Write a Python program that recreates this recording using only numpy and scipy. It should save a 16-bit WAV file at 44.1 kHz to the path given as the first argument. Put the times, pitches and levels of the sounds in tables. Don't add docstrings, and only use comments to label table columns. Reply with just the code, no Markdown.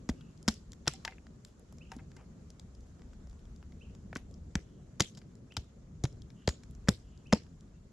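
import sys
import numpy as np
from scipy import signal
from scipy.fft import rfft, irfft, next_fast_len
from scipy.io import wavfile
from scipy.ndimage import uniform_filter1d

SR = 44100
rng = np.random.default_rng(int(sys.argv[2]) if len(sys.argv) > 2 else 0)


def unload_wav(signal):
    wavfile.write(
        sys.argv[1],
        SR,
        np.round(np.clip(np.atleast_2d(signal).T, -1, 1) * 32767).astype(np.int16),
    )


N = 349272

# freq_hz, likeness (0 to 1)
LIKENESS = [(60, 1), (180, 0.97), (550, 0.43), (1650, 0.087), (4970, 0.052), (15000, 0.045)]
# freq_hz, relative_level_db (per Hz)
SPLINTER_COLOUR = [(2200, -17), (3200, -2.5), (4300, -9), (5300, -4), (6200, -8.5), (7500, -5), (8500, -18),
                   (11000, -12.5), (13000, -25.5), (15000, -41), (16500, -56)]
# freq_hz, relative_level_db (per Hz)
KNOCK_COLOUR = [(200, -17.5), (400, 7.5), (1000, -2.5), (2000, -1.5), (2800, -5.5), (3800, -22),
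                (8000, -66)]


def gain_of(db):
    return 10 ** (np.asarray(db) / 20)


def evened(x):
    return x / np.sqrt(np.mean(x ** 2) + 1e-20)


def read(points, hz):
    f, value = np.transpose(points)
    return np.interp(np.log(hz + 1), np.log(f + 1), value)


def add(mix, start_s, sound):
    part = mix[round(start_s * SR):][:len(sound)]
    part += sound[:len(part)]


def smoothed(x, bins, frames):
    return evened(uniform_filter1d(uniform_filter1d(x, size=bins, axis=0), size=frames, axis=1))


def coloured(x, db):
    log_gain = np.log(gain_of(np.maximum(np.r_[db, db[-2:0:-1]], -100)))
    response = np.exp(np.conj(signal.hilbert(log_gain)))[:len(db)]
    return irfft(rfft(x) * response / np.sqrt(np.mean(abs(response) ** 2)), len(x))


def around(hz, centre_hz, per_octave_db, least_db):
    return np.maximum(-per_octave_db * np.log2((hz + 1) / centre_hz) ** 2, least_db)


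def diffuse_pair(hz, frames):
    a, b, c, d = rng.standard_normal((frames, len(hz), 4)).T
    same = np.clip(read(LIKENESS, hz), -1, 1)[:, None]
    left, other = a + 1j * b, c + 1j * d
    return np.array([left, same * left + np.sqrt(1 - same ** 2) * other])


def background(colour, level, size, patchy_db):
    frames, hz = N // (size // 4) + 5, np.fft.rfftfreq(size, 1 / SR)
    patches = smoothed(rng.standard_normal((len(hz), frames)), bins=10, frames=8)
    spectra = diffuse_pair(hz, frames) * gain_of(read(colour, hz)[:, None] + patchy_db * patches)
    noise = evened(signal.istft(spectra, nperseg=size, noverlap=size * 3 // 4)[1][:, :N])
    return noise * gain_of(np.interp(np.arange(N) / SR, *np.transpose(level)))


def hiss():
    # time_s, level_db
    level = [(0.0, -69.5), (0.86, -71), (1.042, -66), (1.2, -71.5), (2.0, -71), (3.2, -70.5), (4.899, -72),
             (5.9, -73), (6.599, -70.5), (7.92, -73)]
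    # freq_hz, relative_level_db (per Hz)
    colour = [(350, -26.5), (600, -6.5), (700, -10), (817, -8.5), (1250, -8.5), (2540, -18), (3590, -18.5),
              (5150, -18), (7100, -13.5), (8610, -27.5), (11600, -30), (13000, -54)]
    return background(colour, level, size=512, patchy_db=1.4)


def rumble():
    # time_s, level_db
    level = [(0.0, -53.5), (1.56, -56), (1.94, -54), (3.62, -55.5), (4.08, -53.5), (5.56, -55.5),
             (6.17, -54), (6.42, -55.5), (7.92, -56.5)]
    # freq_hz, relative_level_db (per Hz)
    colour = [(65, -35.5), (110, -1), (243, -6), (275, -15), (380, -14), (611, -25), (697, -26.5),
              (900, -43.5), (1170, -65), (1980, -120)]
    return background(colour, level, size=1024, patchy_db=2.0)


def wind():
    # time_s, level_db
    level = [(0.0, -53.5), (0.3, -60), (0.789, -53), (1.501, -60.5), (1.96, -52.5), (2.38, -56.5),
             (2.8, -52), (3.502, -51.5), (4.41, -49), (4.76, -55), (5.43, -60.5), (5.67, -57),
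             (6.089, -46.5), (6.46, -63), (6.7, -48), (7.1, -53), (7.68, -54.5), (7.92, -52)]
    # freq_hz, relative_level_db (per Hz)
    colour = [(12, -38.5), (20, -7.5), (36, -1), (59, 5.5), (77, -1.5), (120, -11.5), (160, -38.5),
              (260, -120)]
    return background(colour, level, size=2048, patchy_db=-0.5)


def far_bird():
    # start_s, length_s, level_db, centre_hz, width_hz
    calls = [(0.123, 0.23, -76.5, 2780, 300), (4.605, 0.26, -83.5, 3080, 608),
             (6.331, 0.18, -75.5, 2990, 499), (6.995, 0.28, -78, 3000, 685), (7.731, 0.077, -83, 2700, 120)]
    out = np.zeros(N)
    for start_s, length_s, level_db, centre_hz, width_hz in calls:
        edges_hz = [centre_hz - width_hz / 2, centre_hz + width_hz / 2]
        band = signal.butter(2, edges_hz, "band", fs=SR, output="sos")
        noise = signal.sosfilt(band, rng.standard_normal(SR))[2000:][:round(length_s * SR)]
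        flutter = evened(uniform_filter1d(rng.standard_normal(len(noise)), size=900))
        noise = evened(noise * gain_of(1.4 * flutter))
        add(out, start_s, gain_of(level_db) * noise * signal.windows.tukey(len(noise), .6))
    return out


def near_bird():
    # start_s, level_db, peak_pitch_hz
    chirps = [(1.806, -53.5, 3033.5), (3.806, -55, 3108), (5.502, -56, 3095), (7.254, -56, 3055)]
    # time_s (after start), pitch_ratio (to peak pitch), level_db (added)
    contour = [(0, .72, -24), (.005, .82, -7), (.014, .885, 0), (.021, 1.0, -9), (.030, .985, -12),
               (.038, .95, -24), (.048, .88, -9), (.058, .74, -24)]
    out = np.zeros(N)
    time_s, pitch_ratio, contour_db = np.transpose(contour)
    t = np.arange(0, time_s[-1], 1 / SR)
    for start_s, level_db, peak_hz in chirps:
        turns = np.cumsum(peak_hz * np.interp(t, time_s, pitch_ratio)) / SR
        level = gain_of(level_db + np.interp(t, time_s, contour_db))
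        add(out, start_s, level * np.sin(2 * np.pi * turns))
    return out


def forest(x, blur, longer):
    # freq_hz, t60_s (before the factor longer)
    decay = [(150, 0.36), (700, 0.055), (2000, 0.21), (5000, 0.31), (12000, 0.23)]
    # freq_hz, level_db
    colour = [(100, -27.5), (400, -21), (1000, -21.5), (3000, -12), (6000, -18), (12000, -10)]
    hz, _, z = signal.stft(x, SR, nperseg=256, noverlap=192)
    step_s, build_s = 64 / SR, 0.0027
    fall = gain_of(-120 * step_s / (longer * read(decay, hz)))
    build = np.exp(-step_s / build_s)
    power = uniform_filter1d(abs(z) ** 2, size=blur, axis=0)
    power = signal.lfilter([0, 0, 0, 1 - build], [1, -build], power, axis=1)
    power = np.array([signal.lfilter([1 - f], [1, -f], p) for f, p in zip(fall, power)])
    trunks = smoothed(rng.standard_normal(power.shape), bins=24, frames=2)
    patches = smoothed(rng.standard_normal(power.shape), bins=5, frames=30)
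    grain_db = 3.0 * trunks + 2.5 * patches
    spectra = diffuse_pair(hz, power.shape[1])
    spectra *= np.sqrt(abs(power)) * gain_of(read(colour, hz)[:, None] + grain_db)
    return signal.istft(spectra, SR, nperseg=256, noverlap=192)[1][:, :N]


def rings(rows, rise_s):
    out, t = np.zeros(N), np.arange(SR // 4) / SR
    for start_s, level_db, hz, t60_s in rows:
        envelope = gain_of(level_db - 60 * t / t60_s) * (1 - np.exp(-t / rise_s))
        add(out, start_s, -envelope * np.sin(2 * np.pi * hz * t))
    return out


def struck(modes, hits):
    rows = []
    for start_s, *levels_db in hits:
        rows += [(start_s, level_db, *mode) for level_db, mode in zip(levels_db, modes)]
    return rings(rows, rise_s=0.00072)


def high_rings():
    # freq_hz, t60_s
    modes = [(4050, 0.41), (5240, 0.012), (6810, 0.19)]
    # start_s, then level_db of each mode before rise and decay
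    hits = [(.895, -61.5, -70, -75.5), (1.051, -78, -39, -75), (6.056, -75, -70, -64),
            (6.492, -78, -50, -48), (7.333, -77, -15, -59.5)]
    return struck(modes, hits)


def loose_piece():
    # freq_hz, t60_s
    modes = [(770, 0.092), (905, 0.078), (2080, 0.043)]
    # start_s, then level_db of each mode before rise and decay
    hits = [(.9365, -50, -65, -56), (1.052, -66, -39.5, -60), (1.0775, -43, -51, -37),
            (1.1215, -70, -70, -48), (1.9185, -45, -44, -65), (1.995, -58, -62, -56),
            (2.166, -65, -64, -54), (5.005, -49, -50, -32), (7.329, -53, -33, -41)]
    return struck(modes, hits)


def rustles():
    # start_s, length_s (to -19 dB), level_db, splinter_over_knock_db, knock_centre_hz
    scrapes = [(1.054, 0.071, -62, -17.5, 1510), (1.455, 0.068, -75, 4, 1500),
               (1.91, 0.066, -59.5, -7.5, 1500), (1.987, 0.024, -54, -18, 1800),
               (2.171, 0.085, -61.5, -19, 860), (2.406, 0.24, -88, -1, 1200),
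               (2.857, 0.087, -81, 2.5, 1197), (4.158, 0.069, -67.5, -4, 803),
               (5.309, 0.024, -75.5, 1.5, 1210)]
    size, rise_s = 8192, 0.0076
    out, hz, t = np.zeros(N), np.fft.rfftfreq(size, 1 / SR), np.arange(size) / SR
    for start_s, length_s, level_db, bright_db, knock_hz in scrapes:
        noise, lumps = rng.standard_normal((2, size))
        grit = evened(noise * gain_of(3.3 * evened(uniform_filter1d(lumps, size=60))))
        grit = grit * (1 - np.exp(-t / rise_s)) * gain_of(level_db - 19.0 * (t / length_s) ** 2)
        knock = coloured(grit, read(KNOCK_COLOUR, hz) + around(hz, knock_hz, 13.0, -6.0))
        splinter = coloured(grit, read(SPLINTER_COLOUR, hz))
        add(out, start_s, knock + gain_of(bright_db) * splinter)
    return out


def thumps():
    # start_s, level_db, pitch_hz, t60_s, overtone_db, ground_db
    blows = [(0.0932, -18, 234, 0.041, -90, -24), (.4818, -15.5, 217, 0.059, -62, -28),
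             (.876, -25.5, 142, 0.07, -26, -47), (1.966, -33.5, 243, 0.048, -66, -55),
             (4.162, -26, 246.6, 0.025, -54.5, -37), (4.5554, -15.5, 186, 0.024, -43, -23),
             (5.006, -17, 137.4, 0.043, -19.5, -46.5), (5.018, -24, 197, 0.032, -40, -50),
             (5.569, -42.5, 273, 0.044, -35, -40), (5.576, -26, 107, .05, -50, -27),
             (6.041, -16, 129.7, 0.059, -25, -32), (6.48, -11, 129, 0.02, -41, -21),
             (6.8871, -7.5, 191.7, 0.034, -18, -37), (6.9, -27.5, 112, .1, -48, -53),
             (7.3276, -15, 266, 0.032, -25, -49.5), (7.332, -8.5, 212, 0.047, -16.5, -29.5)]
    overtone_ratio, overtone_t60_ratio = 2.3, 0.53
    ground_hz, ground_t60_s, ground_lag_s = 65, 0.061, 0.0098
    rows = []
    for start_s, level_db, hz, t60_s, overtone_db, ground_db in blows:
        rows += [(start_s, level_db, hz, t60_s),
                 (start_s, overtone_db, hz * overtone_ratio, t60_s * overtone_t60_ratio),
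                 (start_s + ground_lag_s, ground_db, ground_hz, ground_t60_s)]
    return rings(rows, rise_s=0.00044)


def crack(splinter_db, knock_db, fall_ms, splinter_hz, knock_hz):
    size, rise_ms = 2048, 0.54
    hz, t_ms = np.fft.rfftfreq(size, 1 / SR), np.arange(size) / SR * 1000
    splinter, knock, lumps = rng.standard_normal((3, size))
    shape = (1 - np.exp(-t_ms / rise_ms)) * gain_of(-11.0 * (t_ms / max(fall_ms, .5)) ** 1.2)
    lumps = gain_of(4.05 * evened(uniform_filter1d(lumps, size=24)))
    splinter_curve_db = read(SPLINTER_COLOUR, hz) + around(hz, splinter_hz, 14.0, -13.0)
    knock_curve_db = read(KNOCK_COLOUR, hz) + around(hz, knock_hz, 4.5, -13.5)
    splinter = coloured(shape * lumps * splinter, splinter_curve_db)
    knock = coloured(shape * knock, knock_curve_db)
    return gain_of(splinter_db) * splinter + gain_of(knock_db) * knock


def ticks():
    count, base_db, spread_db, fall_ms = 300, -71.5, 3.5, 0.81
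    out = np.zeros(N)
    for when, size, tone, dull in rng.random((count, 4)):
        splinter_db = base_db - spread_db * np.log(size + .02)
        knock_db = splinter_db - 8.5 + 12.0 * dull
        tick = crack(splinter_db, knock_db, fall_ms, 4000 + 3500 * tone, 600 + 1400 * dull)
        add(out, when * N / SR, tick)
    return out


def cracks():
    # start_s, splinter_db, knock_db, fall_ms, splinter_centre_hz, knock_centre_hz
    breaks = [(0.09, -39.5, -32, 4.8, 5750, 1260), (0.0958, -38.5, -54, 3.9, 5040, 630),
              (0.209, -54.5, -60, 3.9, 3140, 1960), (0.375, -55, -73, 1.8, 4900, 770),
              (0.428, -49, -72, 1.5, 6800, 530), (0.479, -23.5, -22.5, 2.9, 4940, 1240),
              (0.484, -22, -26, 2.2, 5660, 1250), (0.4873, -24.5, -27, 3.3, 5540, 875),
              (0.540, -45, -60, 1.7, 7150, 1500), (0.7195, -37, -67, 1.05, 6150, 980),
              (0.732, -46.5, -52.5, 2.3, 5140, 1150), (0.857, -58, -51, 2.9, 3500, 920),
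              (0.867, -39, -38, 1.1, 3500, 1210), (0.8732, -39.5, -30.5, 9.4, 4100, 1170),
              (0.8778, -16, -18, 2.7, 5060, 1860), (0.936, -42.5, -48, 1.8, 7000, 1520),
              (1.049, -33, -32, 5.4, 4540, 1400), (1.077, -48, -33, 4.4, 3940, 1760),
              (1.1097, -50.5, -58, 2.3, 3700, 2300), (1.1214, -74, -51.5, 4.2, 4460, 1730),
              (1.1824, -73, -48.5, 1.9, 3670, 1950), (1.2674, -53.5, -52, 2.1, 4260, 1218),
              (1.4488, -40.5, -56, 1.95, 5500, 1750), (1.5948, -60, -72.5, 2.1, 9500, 570),
              (1.7245, -54, -52, 2.8, 8360, 970), (1.784, -56, -52.5, 1.9, 5900, 1330),
              (1.9172, -47.5, -37.5, 4.5, 5700, 1264), (1.9638, -55, -73, 3.5, 6600, 620),
              (1.9864, -64, -53, 4.3, 4040, 860), (2.1161, -56.5, -52, 2.7, 4830, 1323),
              (2.1645, -54.5, -49.5, 5.2, 6100, 1220), (2.2105, -69, -61, 3.9, 5230, 834),
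              (2.5027, -49.5, -51.5, 3.5, 6080, 656), (2.596, -42.5, -54.5, 1.76, 5400, 1284),
              (2.749, -62, -74, 5, 5800, 990), (2.806, -62, -74.5, 3.6, 5750, 597),
              (2.9937, -63, -53, 1.7, 4400, 1420), (3.0187, -58, -53, 2, 5080, 1230),
              (3.132, -61, -56, 3.4, 4270, 1890), (3.271, -58.5, -49.5, 2.7, 5200, 522),
              (3.2964, -64, -63, 3.9, 6360, 750), (3.31, -64.5, -62.5, 3.6, 4000, 830),
              (3.329, -62.5, -50, 1.8, 6600, 660), (3.3918, -61.5, -69, 2, 4420, 800),
              (3.4538, -59, -56, 1.6, 4220, 830), (3.561, -51.5, -73.5, 1.9, 5500, 734),
              (3.6273, -57, -45.5, 1.23, 4550, 1510), (3.721, -62.5, -61, 5, 4000, 2580),
              (3.9493, -50.5, -57.5, 2.04, 5530, 1450), (4.129, -47.5, -34.5, 2.5, 3800, 1374),
              (4.1535, -42, -53, 3.4, 5540, 1160), (4.1585, -44.5, -33.5, 4.9, 4050, 1640),
              (4.1676, -45.5, -49, 6.7, 5700, 789), (4.3116, -58.5, -75.5, 1.4, 6970, 600),
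              (4.341, -56.5, -74, 2.4, 5700, 470), (4.5537, -28.5, -25.5, 2.74, 5300, 1150),
              (4.997, -37.5, -37.5, 12.2, 5400, 670), (5.0014, -58, -24.5, 2.4, 4040, 1060),
              (5.0045, -14.5, -17, 2.7, 5420, 1640), (5.0097, -19, -53, 1.3, 5640, 1860),
              (5.019, -29, -53, 4.1, 5100, 2220), (5.149, -55.5, -75, 6, 4630, 650),
              (5.1721, -52.5, -59, 10.5, 5200, 1240), (5.189, -51.5, -85, 1.4, 6360, 1040),
              (5.2155, -61, -56, 4.6, 3820, 1900), (5.353, -55, -57, 1.46, 6250, 761),
              (5.5213, -51.5, -53, 3.1, 3560, 2580), (5.54, -56.5, -71, 1.6, 7860, 2040),
              (5.5672, -32, -35, 5.3, 4200, 1420), (5.5714, -37.5, -43, 2.14, 5400, 1190),
              (6.0373, -37.5, -34.5, 7.3, 5600, 780), (6.0519, -38.5, -37, 4.2, 4440, 1340),
              (6.1264, -50.5, -73, 1.36, 6000, 2040), (6.2191, -49.5, -74, 1.9, 5100, 800),
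              (6.302, -58, -55.5, 3.5, 4560, 1510), (6.475, -24, -32, 2.43, 4700, 1080),
              (6.477, -30, -10.5, 1.68, 4100, 760), (6.484, -45, -54, 16, 5670, 635),
              (6.4897, -22, -26, 1.54, 5030, 1580), (6.634, -54, -58, 4.1, 5400, 1600),
              (6.71, -56, -71, 1.5, 9300, 2020), (6.7504, -51.5, -63, 2.1, 5670, 1294),
              (6.874, -56.5, -43, 7.6, 4500, 990), (6.885, -20, -11, 1.6, 5000, 943),
              (6.8879, -17.5, -21.5, 3, 5900, 920), (7.1754, -57, -78.5, 2.3, 5040, 1059),
              (7.2702, -54, -76, 0.95, 5800, 1510), (7.3245, -29, -23, 3.9, 5100, 1476),
              (7.3272, -19, -15.5, 2.97, 4920, 1060), (7.3331, -26, -16.5, 2.1, 5240, 715),
              (7.347, -38, -51, 1.2, 4960, 730), (7.434, -58.5, -54, 1.6, 6240, 1133),
              (7.4645, -67, -58.5, 2.4, 3970, 2020), (7.608, -47, -68, 1.04, 6100, 680)]
    out = np.zeros(N)
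    for start_s, *settings in breaks:
        add(out, start_s, crack(*settings))
    return out


def ports(x):
    # freq_hz, left_over_right_db
    balance = [(60, 1), (120, 0.5), (240, 0.5), (480, 1.0), (950, 1), (1890, 2), (3770, 6.5), (7520, -2),
               (15000, -13)]
    # freq_hz, left_lead_rad
    lead = [(300, 0), (2000, -.3), (3000, -.6), (5200, -.3), (7500, -.8), (9200, .1), (10200, .6),
            (12500, .9)]
    size = next_fast_len(N)
    hz = np.fft.rfftfreq(size, 1 / SR)
    half = gain_of(read(balance, hz) / 2) * np.exp(.5j * read(lead, hz))
    return irfft(rfft(x, size) * np.array([half, 1 / half]), size)[:, :N]


def scene():
    air = (wind() + rumble()) * gain_of([[.4], [-.4]]) + hiss()
    far, near = far_bird(), near_bird()
    wood = high_rings() + loose_piece() + rustles() + thumps() + ticks() + cracks()
    echoes = forest(wood, blur=7, longer=1)
    echoes = echoes + gain_of(12.0) * forest(near, blur=1, longer=1.8)
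    birds = near * gain_of([[-1.5], [1.5]]) + far * gain_of([[.1], [-.1]])
    return ports(wood) + birds + echoes + air


def record(dry):
    bass_hz, edge_hz = 35.0, 16420
    dry = signal.sosfilt(signal.butter(2, bass_hz, "high", fs=SR, output="sos"), dry)
    lowpass = signal.firwin(511, edge_hz, window=("kaiser", 9), fs=SR)
    return signal.oaconvolve(dry, lowpass[None], "same")


dry = scene()
out = record(dry)
unload_wav(out)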